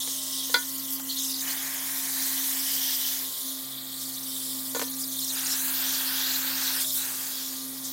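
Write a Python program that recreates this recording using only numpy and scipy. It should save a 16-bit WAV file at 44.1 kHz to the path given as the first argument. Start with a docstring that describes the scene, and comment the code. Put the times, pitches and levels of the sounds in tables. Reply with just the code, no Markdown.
"""A bright airbrush hiss runs without pause, swishing as the hand moves the nozzle's turbulent jet.
A small compressor hums nearby at the harmonics of its pump stroke, over faint workshop noise.
The plastic clamp holding a small lure knocks and rattles on the bench as it is picked up.
Twice a coat of paint goes on: the jet breaks up on the lure and adds a lower rush."""
import sys
import numpy as np
from scipy import signal
from scipy.io import wavfile
from scipy.ndimage import map_coordinates

SR = 44100
rng = np.random.default_rng(int(sys.argv[2]) if len(sys.argv) > 2 else 0)


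def pcm_store(signal):
    """Save signal as 16-bit PCM."""
    levels = np.round(np.clip(np.atleast_2d(signal), -1, 1) * 32767)
    wavfile.write(sys.argv[1], SR, levels.astype(np.int16).T)


N = 349272
TIME = np.arange(N) / SR
STEADY_UNREST = 0.47  # jet under a steady hand, 0-1

# passes of the jet over the lure, one list a coat: (start [s], end [s], start level [dB], fade [dB/s])
COATS = [
    [(1.393, 3.293, -42.5, 3)],
    [(5.28, 6.87, -42, -1.8), (6.93, 7.62, -41.5, 20.5)],
]


def from_db(db):
    """Decibels to gain."""
    return 10 ** (np.asarray(db) / 20)


def rms_one(x):
    """Scale to unit rms."""
    return x / np.sqrt(np.mean(x ** 2) + 1e-20)


def butter(x, order, hz, kind="low"):
    """Butterworth filter."""
    return signal.sosfilt(signal.butter(order, hz, kind, fs=SR, output="sos"), x)


def in_time(rows):
    """Each column of a curve at every sample."""
    times_s, *columns = np.transpose(rows)
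    return [np.interp(TIME, times_s, column) for column in columns]


def at_hz(spectrum, hz):
    """Read a spectrum on a log-frequency axis."""
    points_hz, points_db = np.transpose(spectrum)
    return np.interp(np.log(hz), np.log(points_hz), points_db)


def bell(hz, centre_hz, octaves):
    """Peak of height 1 on a log-frequency axis."""
    return np.exp(-.5 * (np.log2(hz / centre_hz) / octaves) ** 2)


def gate(start_s, end_s, attack_s, release_s):
    """Trapezoid of height 1."""
    return np.clip(np.minimum((TIME - start_s) / attack_s, (end_s - TIME) / release_s), 0, 1)


def swell(middle_s, length_s):
    """Rounded rise and fall of height 1."""
    return np.cos(np.pi * np.clip((TIME - middle_s) / length_s, -.5, .5)) ** 2


def drift(rate_hz, hop=40):
    """Smooth random wander of spread 1."""
    pole = np.exp(-2 * np.pi * hop * rate_hz / SR)
    white = rng.standard_normal(N // hop + 2002)
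    slow = signal.lfilter([1], [1, -2 * pole, pole * pole], white)[2000:]
    return np.interp(np.arange(N) / hop, np.arange(len(slow)), rms_one(slow))


def noise_bands(edges_hz, order=3):
    """Adjoining noise bands, neighbours unrelated: (centre [Hz], band)."""
    white = rng.standard_normal((2, N))
    for k, (low, high) in enumerate(zip(edges_hz, edges_hz[1:])):
        yield np.sqrt(low * high), butter(white[k % 2], order, [low, high], "band")


def coloured_noise(spectrum):
    """Steady low and middle noise of a given spectrum, rms 1."""
    bands = noise_bands(np.r_[20, 45, 90, np.geomspace(160, 4500, 25)], order=2)
    return rms_one(sum(from_db(at_hz(spectrum, hz)) * band for hz, band in bands))


def panned(x, left_db):
    """Place a sound by its left-right level difference."""
    return x * from_db(np.array([[left_db], [-left_db]]) / 2)


def early_to_late(first, second, middle_s=3.45, slide_s=0.72):
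    """Slide a setting from its earlier value to its later value around 3.45 s."""
    return first + (second - first) * np.clip((TIME - middle_s) / slide_s + .5, 0, 1)


def on_lure(start_s, end_s):
    """Share of the jet striking the lure during one pass."""
    return gate(start_s, end_s, attack_s=0.086, release_s=0.071)


def hand_unrest(ease_s=0.26):
    """Unrest of the jet, 0-1: rises as the hands move things through it."""
    # hand moves: (start [s], end [s], unrest [0-1])
    moves = [(.55, 1.603, 0.87), (4.06, 4.296, .8), (4.695, 5.486, 0.99), (6.82, 7.1, 0.8)]
    return STEADY_UNREST + sum(
        (unrest - STEADY_UNREST) * gate(start_s - ease_s / 2, end_s + ease_s / 2, ease_s, ease_s)
        for start_s, end_s, unrest in moves)


def swish_db(hz, octaves=0.43):
    """Brief boosts at one frequency as the jet catches an edge."""
    # swishes: (middle [s], length [s], pitch [Hz], boost [dB])
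    swishes = [(0.108, 0.055, 7000, 2), (.38, 0.36, 4220, 6), (0.522, .05, 9100, 3.5),
               (0.806, .05, 4830, 4), (0.937, 0.11, 6000, 3.5), (.935, 0.089, 14500, 6),
               (1.11, .06, 3900, 5.5), (1.188, 0.055, 4000, 7), (1.237, 0.12, 6300, 6.5),
               (1.32, 0.076, 3900, 3.5), (1.487, 0.087, 4460, 2.5), (1.576, 0.08, 3600, 5.5),
               (2.695, .25, 4700, 2.5), (2.908, 0.14, 4300, 6), (3.094, 0.14, 3780, 3),
               (3.527, 0.51, 9000, 3), (4.027, 0.23, 8000, 4), (4.397, 0.41, 3600, 2),
               (4.42, 0.39, 8000, 2.5), (5.233, .06, 4530, 4.5), (5.327, 0.038, 6500, 3.5),
               (5.526, 0.089, 5260, 6.5), (5.927, 0.13, 4800, 3.5), (6.243, 0.27, 3870, 3),
               (6.68, 0.3, 4500, 2), (6.812, 0.12, 8100, 4.5), (6.96, 0.078, 14000, 5.5),
               (7.866, .08, 6400, 9.5)]
    boost_db = np.zeros(N)
    for middle_s, length_s, pitch_hz, db in swishes:
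        during = slice(*np.searchsorted(TIME, [middle_s - length_s / 2, middle_s + length_s / 2]))
        arch = np.cos(np.pi * (TIME[during] - middle_s) / length_s)
        boost_db[during] += db * arch * bell(hz, pitch_hz, octaves)
    return boost_db


def hollow_db(hz, octaves=0.15):
    """Loss at one frequency where the hiss and its bounce off a close surface cancel."""
    # gliding notches: (start [s], end [s], from [Hz], to [Hz], depth [dB])
    hollows = [(0, .5, 12000, 12700, 3.5), (1.55, 1.997, 8100, 7560, 2.5), (3.55, 4.0, 6000, 5560, 7),
               (4.03, 4.77, 6340, 6450, 6), (5.58, 5.74, 5030, 5600, 10), (5.692, 5.92, 6500, 12000, 6),
               (6.0, 6.17, 4270, 8500, 5.5), (6.1, 6.72, 8500, 10900, 7.5), (6.372, 6.57, 3970, 7440, 8.5),
               (6.683, 6.865, 7950, 5300, 6), (7.55, 7.924, 7500, 7400, 4.5)]
    loss_db = np.zeros(N)
    for start_s, end_s, from_hz, to_hz, depth_db in hollows:
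        during = slice(*np.searchsorted(TIME, [start_s, end_s]))
        progress = (TIME[during] - start_s) / (end_s - start_s)
        arch = np.sqrt(np.abs(np.sin(np.pi * progress)))
        loss_db[during] += depth_db * arch * bell(hz, from_hz + progress * (to_hz - from_hz), octaves)
    return loss_db


def nozzle(gain_db=4.5, body_trim_db=2.0, sheen_trim_db=-1.0, eddy_db=4.5, eddy_hz=36,
           sway_db=0.93, flutter_db=0.8, edge_db_per_octave=65):
    """Jet turbulence: colour follows the aim; a steady jet that meets nothing half whistles."""
    # jet as the nozzle nears and turns: (time [s], hiss [dB], relative body [dB], relative sheen [dB])
    jet = [(0.0, -33, -6.5, -4.5), (1.04, -39.5, -6.5, 1.6), (1.12, -37, -2.8, 0), (1.78, -34.5, -7.5, -2),
           (2.24, -32, -5, -1.1), (3.1, -34, -1, 2.5), (3.22, -36.5, -4, 0.5), (3.82, -43, -0.5, 1.2),
           (4.44, -36.5, -5, -2), (5.0, -38, -6.5, -0.2), (5.24, -35.5, -3, -2), (5.68, -31, -6, -0.5),
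           (5.8, -34, 0.5, 2.2), (6.74, -32, -2.3, -1), (7.24, -35.5, -7, -2), (7.38, -38, 2, 1.5),
           (7.7, -38.5, -8, -5), (7.92, -41.5, -3.5, 2)]
    # nozzle hiss: (frequency [Hz], density [dB])
    spectrum = [(2100, -2.5), (3300, 2), (4200, 1.7), (5200, 1.33), (6500, 0.45), (8000, 0), (10000, 0.5),
                (12000, 1.5), (14000, 6.5), (15800, 1.5)]
    hiss_db, body_db, sheen_db = in_time(jet)
    unrest = hand_unrest()
    edge_hz = early_to_late(3026, 3270)
    free_share = 1 - sum(on_lure(start_s, end_s) for coat in COATS for start_s, end_s, _, _ in coat)
    whistle_db = 3.5 * free_share * ((1 - unrest) / (1 - STEADY_UNREST)) ** 2
    eddies = [drift(eddy_hz) for _ in range(3)]
    hiss = 0
    for hz, band in noise_bands(np.geomspace(2100, 16500, 33)):
        aim_db = np.interp(hz, [4700, 6500], [1, 0]) * (body_db + body_trim_db)
        aim_db += np.interp(hz, [10500, 13200], [0, 1]) * (sheen_db + sheen_trim_db)
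        low_cut_db = edge_db_per_octave * np.maximum(np.log2(edge_hz / hz), 0)
        peaks_db = whistle_db * bell(hz, centre_hz=3670, octaves=.15) + swish_db(hz)
        eddies = eddies[1:] + [drift(eddy_hz)]  # each eddy spans three bands
        churn = unrest * np.interp(hz, [5000, 12000], [1, .3]) * sum(eddies) / np.sqrt(3)
        wander_db = eddy_db * churn + sway_db * drift(3.2)
        band_db = at_hz(spectrum, hz) + aim_db - low_cut_db + peaks_db + wander_db - hollow_db(hz)
        hiss += band * from_db(band_db)
    return hiss * from_db(gain_db + hiss_db + flutter_db * unrest * drift(20))


def bounces(hiss, tremor_ms=.06, finger_ms=.45, travel_ms=.2, finger_share=.2):
    """Lure and fingers reflect the hiss over changing paths, sweeping ripples through it."""
    # bounce off lure and clamp: (time [s], delay [ms])
    lure_path = [(0, .33), (.6, .4), (1.42, .85), (1.65, .63), (2.0, .5), (3.6, .2), (5.5, .55), (6.0, .3),
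                 (6.8, .5), (7.92, .33)]
    lure_ms, = in_time(lure_path)
    unrest = hand_unrest()
    lure_share = early_to_late(.22, .13)
    paths = [(lure_ms + tremor_ms * unrest * drift(1.46), lure_share)]
    for finger in range(2):
        paths.append((np.abs(finger_ms + travel_ms * unrest * drift(2.86)), finger_share * unrest ** 2))
    echoes, power = 0, 1
    for delay_ms, share in paths:
        echoes += share * map_coordinates(hiss, [np.arange(N) - delay_ms * SR / 1000], order=3)
        power += share ** 2
    return (hiss + echoes) / np.sqrt(power)


def compressor(throb_db=1.0, overtone_trim_db=-2, overtone_waver_db=2.0, motor_waver_db=4.0,
               jitter_rad=0.55):
    """Pump-stroke harmonics, the second strongest, plus wavering motor tones."""
    # brief dips of the fundamental: (middle [s], length [s], depth [dB])
    dips = [(3.477, .45, 12.5), (7.45, 0.74, 7)]
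    # second harmonic: (time [s], level [dB])
    hum_curve = [(0.0, -51), (0.06, -49), (1.08, -42.5), (1.83, -48), (2.2, -44.5), (3.29, -49),
                 (3.35, -68), (3.46, -45), (3.6, -45), (3.7, -49.5), (4.87, -41.5), (5.34, -45),
                 (6.4, -43.5), (7.17, -51.5), (7.74, -43), (7.92, -46)]
    # higher harmonics: (multiple, early [dB], later [dB])
    overtones = [(3, -86, -85), (4, -68, -63.5), (6, -74, -77), (7, -63.5, -83), (8, -56.5, -61),
                 (9, -62, -60), (10, -69, -81), (14, -66, -67.5), (15, -61, -70), (16, -94, -83),
                 (17, -73, -68)]
    # motor tones: (frequency [Hz], level [dB])
    motor_tones = [(417, -72), (627, -69), (834, -79), (1550, -89), (1933, -68.5), (2046, -80)]
    stroke_hz = early_to_late(133.3, 132.1) + 0.156 * drift(0.99)
    phase = 2 * np.pi * np.cumsum(stroke_hz) / SR
    dip_db = sum(db * swell(middle_s, length_s) for middle_s, length_s, db in dips)
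    stroke_db = early_to_late(-62.5, -59) - dip_db
    hum_db, = in_time(hum_curve)
    stroke = from_db(stroke_db + throb_db * drift(9)) * np.sin(phase)
    hum = from_db(hum_db + throb_db * drift(6.7)) * np.sin(2 * phase)
    buzz = 0
    for multiple, first_db, second_db in overtones:
        db = early_to_late(first_db, second_db) + overtone_trim_db + overtone_waver_db * drift(3.4)
        buzz += from_db(db) * np.sin(multiple * phase + jitter_rad * drift(19))
    for hz, db in motor_tones:
        buzz += from_db(db + motor_waver_db * drift(2.9)) * np.sin(2 * np.pi * hz * TIME + drift(4.7))
    return np.sqrt(2) * (panned(stroke, -1.2) + panned(hum, -4.0) + panned(buzz, -0.5))


def room_noise(side_db=-11):
    """Steady workshop background, slightly different in each ear."""
    # background: (frequency [Hz], density [dB])
    spectrum = [(30, -3), (60, -3.5), (120, -2), (220, 3.5), (330, 3.5), (500, 2), (800, 4.5), (1100, 1),
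                (1500, 2.5), (2000, 0.5), (2600, 0.5), (4000, -47)]
    middle, side = coloured_noise(spectrum), coloured_noise(spectrum)
    return middle + from_db(side_db) * side * np.array([[1], [-1]])


def ring(force, hz, t60_s):
    """One decaying mode; a small body radiates no bass."""
    pole = from_db(-60 / (t60_s * SR))
    step_rad = 2 * np.pi * hz / SR
    return signal.lfilter([.5, 0, -.5], [1, -2 * pole * np.cos(step_rad), pole * pole], force + 1e-18)


def clamp(scatter_db=.8, tick_t60_s=.045):
    """Each contact rings the clamp, thuds into the bench and scuffs with a dry tick."""
    # contacts: (time [s], clamp ring [dB], bench thud [dB], tick [dB])
    contacts = [(0.075, -73.5, -44, -28.5), (.496, -52, -37, -53.5), (.5419, -12.5, -24.5, -15.5),
                (.5434, -26, -52, -42), (.5635, -23, -35, -45), (.997, -46, -55, -29),
                (4.748, -32, -28.5, -25), (4.763, -46, -24.5, -46), (4.768, -33.5, -43, -41),
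                (4.794, -37, -37, -20.5), (4.815, -44, -32, -21), (4.822, -45, -29.5, -26),
                (4.874, -60, -51, -42)]
    # clamp modes: (frequency [Hz], level [dB], t60 [s])
    clamp_modes = [(962, -13, .12), (1400, -6.5, .05), (1471, -4, .125), (1874, -18, .1), (2045, -14, .1),
                   (2245, -18, .1), (2392, -15, .11), (3297, -12, .09), (3412, -10, .07), (3546, -10, .1),
                   (3680, -11, .07), (4042, -8, .06), (4150, -6, .05), (4312, -8, .05), (4458, -8, .09),
                   (4856, -8, .07)]
    # bench modes: (frequency [Hz], level [dB], t60 [s])
    bench_modes = [(332, -19, 0.14), (479, 0, 0.076), (578, -3.5, 0.034), (723, -8.5, 0.033),
                   (962, -12, 0.12), (1052, -6.5, 0.053), (1770, -13, 0.32)]
    times_s, ring_db, thud_db, tick_db = np.transpose(contacts)
    onsets = np.round(times_s * SR).astype(int)
    force, knocks = np.zeros(N), 0
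    for modes, blow_db, lowpass_hz in ((clamp_modes, ring_db, 5400), (bench_modes, thud_db, 2000)):
        body = 0
        for k, (hz, db, t60_s) in enumerate(modes):
            force[onsets] = from_db(blow_db + db + scatter_db * rng.standard_normal(len(onsets)))
            body += (-1) ** (k // 2) * ring(force, hz, t60_s)  # modes push the air with either sign
        knocks += butter(body, 4, lowpass_hz)
    force[onsets] = from_db(tick_db)
    tick_envelope = signal.lfilter([1], [1, -from_db(-60 / (tick_t60_s * SR))], force + 1e-18)
    ticks = butter(tick_envelope * rng.standard_normal(N), 1, hz=6000)
    return butter(knocks + ticks, 2, hz=260, kind="high")


def rush(gain_db=0.5, flutter_db=1.15):
    """The jet breaks up on the lure: a lower noise that swells or fades along each pass."""
    # rush, first coat: (frequency [Hz], density [dB])
    first_spectrum = [(180, -50), (300, -19), (408, -25), (561, -30), (616, -6), (1000, -5.5), (1030, -5),
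                      (1380, -9), (1710, 2.5), (2700, -4.5), (2800, -14), (3640, -44), (6160, -120)]
    # rush, second coat: (frequency [Hz], density [dB])
    second_spectrum = [(180, -51), (300, -20), (408, -19), (444, -18.5), (605, -11), (709, -18.5),
                       (771, -7.5), (1310, -6.5), (1600, 0.5), (2140, -7), (2800, -3.5), (3640, -23),
                       (6160, -120)]
    spray = 0
    for coat, spectrum in zip(COATS, (first_spectrum, second_spectrum)):
        envelope = 0
        for start_s, end_s, start_db, fade_db_per_s in coat:
            elapsed_s = np.clip(TIME - start_s, 0, end_s - start_s)
            envelope += on_lure(start_s, end_s) * from_db(start_db - fade_db_per_s * elapsed_s)
        spray += envelope * coloured_noise(spectrum)
    return spray * from_db(gain_db + flutter_db * drift(19))


def room_tail(x, t60_s=0.2, predelay_s=.004):
    """Short diffuse reverberation, different in each ear."""
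    t = TIME[:SR // 2]
    tail = rng.standard_normal((2, len(t))) * from_db(-60 * t / t60_s) * (t > predelay_s)
    tail /= np.sqrt(np.sum(tail ** 2, axis=1, keepdims=True))
    return signal.fftconvolve(x[None], tail, axes=1)[:, :N]


def two_ports(x, side_db=-18, from_hz=11000, delay_s=.003):
    """The shortest waves reach the two microphone ports a little differently."""
    treble = butter(x, 3, from_hz, "high")
    late = np.interp(TIME - delay_s, TIME, treble, left=0)
    return x + from_db(side_db) * late * np.array([[1], [-1]])


def scene(room_db=-53.5, air_wet_db=-24, knock_wet_db=-13):
    """Airbrush and clamp close in front, compressor a little to the right."""
    air = bounces(nozzle()) + rush()
    knocks = clamp()
    background = from_db(room_db) * room_noise()
    reverb = room_tail(from_db(air_wet_db) * air + from_db(knock_wet_db) * knocks)
    return two_ports(air) + knocks + reverb + compressor() + background


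def record(dry, cutoff_hz=15900):
    """Soft clip, then a steep treble cut."""
    return signal.sosfilt(signal.ellip(12, .1, 90, cutoff_hz, fs=SR, output="sos"), np.tanh(dry))


dry = scene()
out = record(dry)
pcm_store(out)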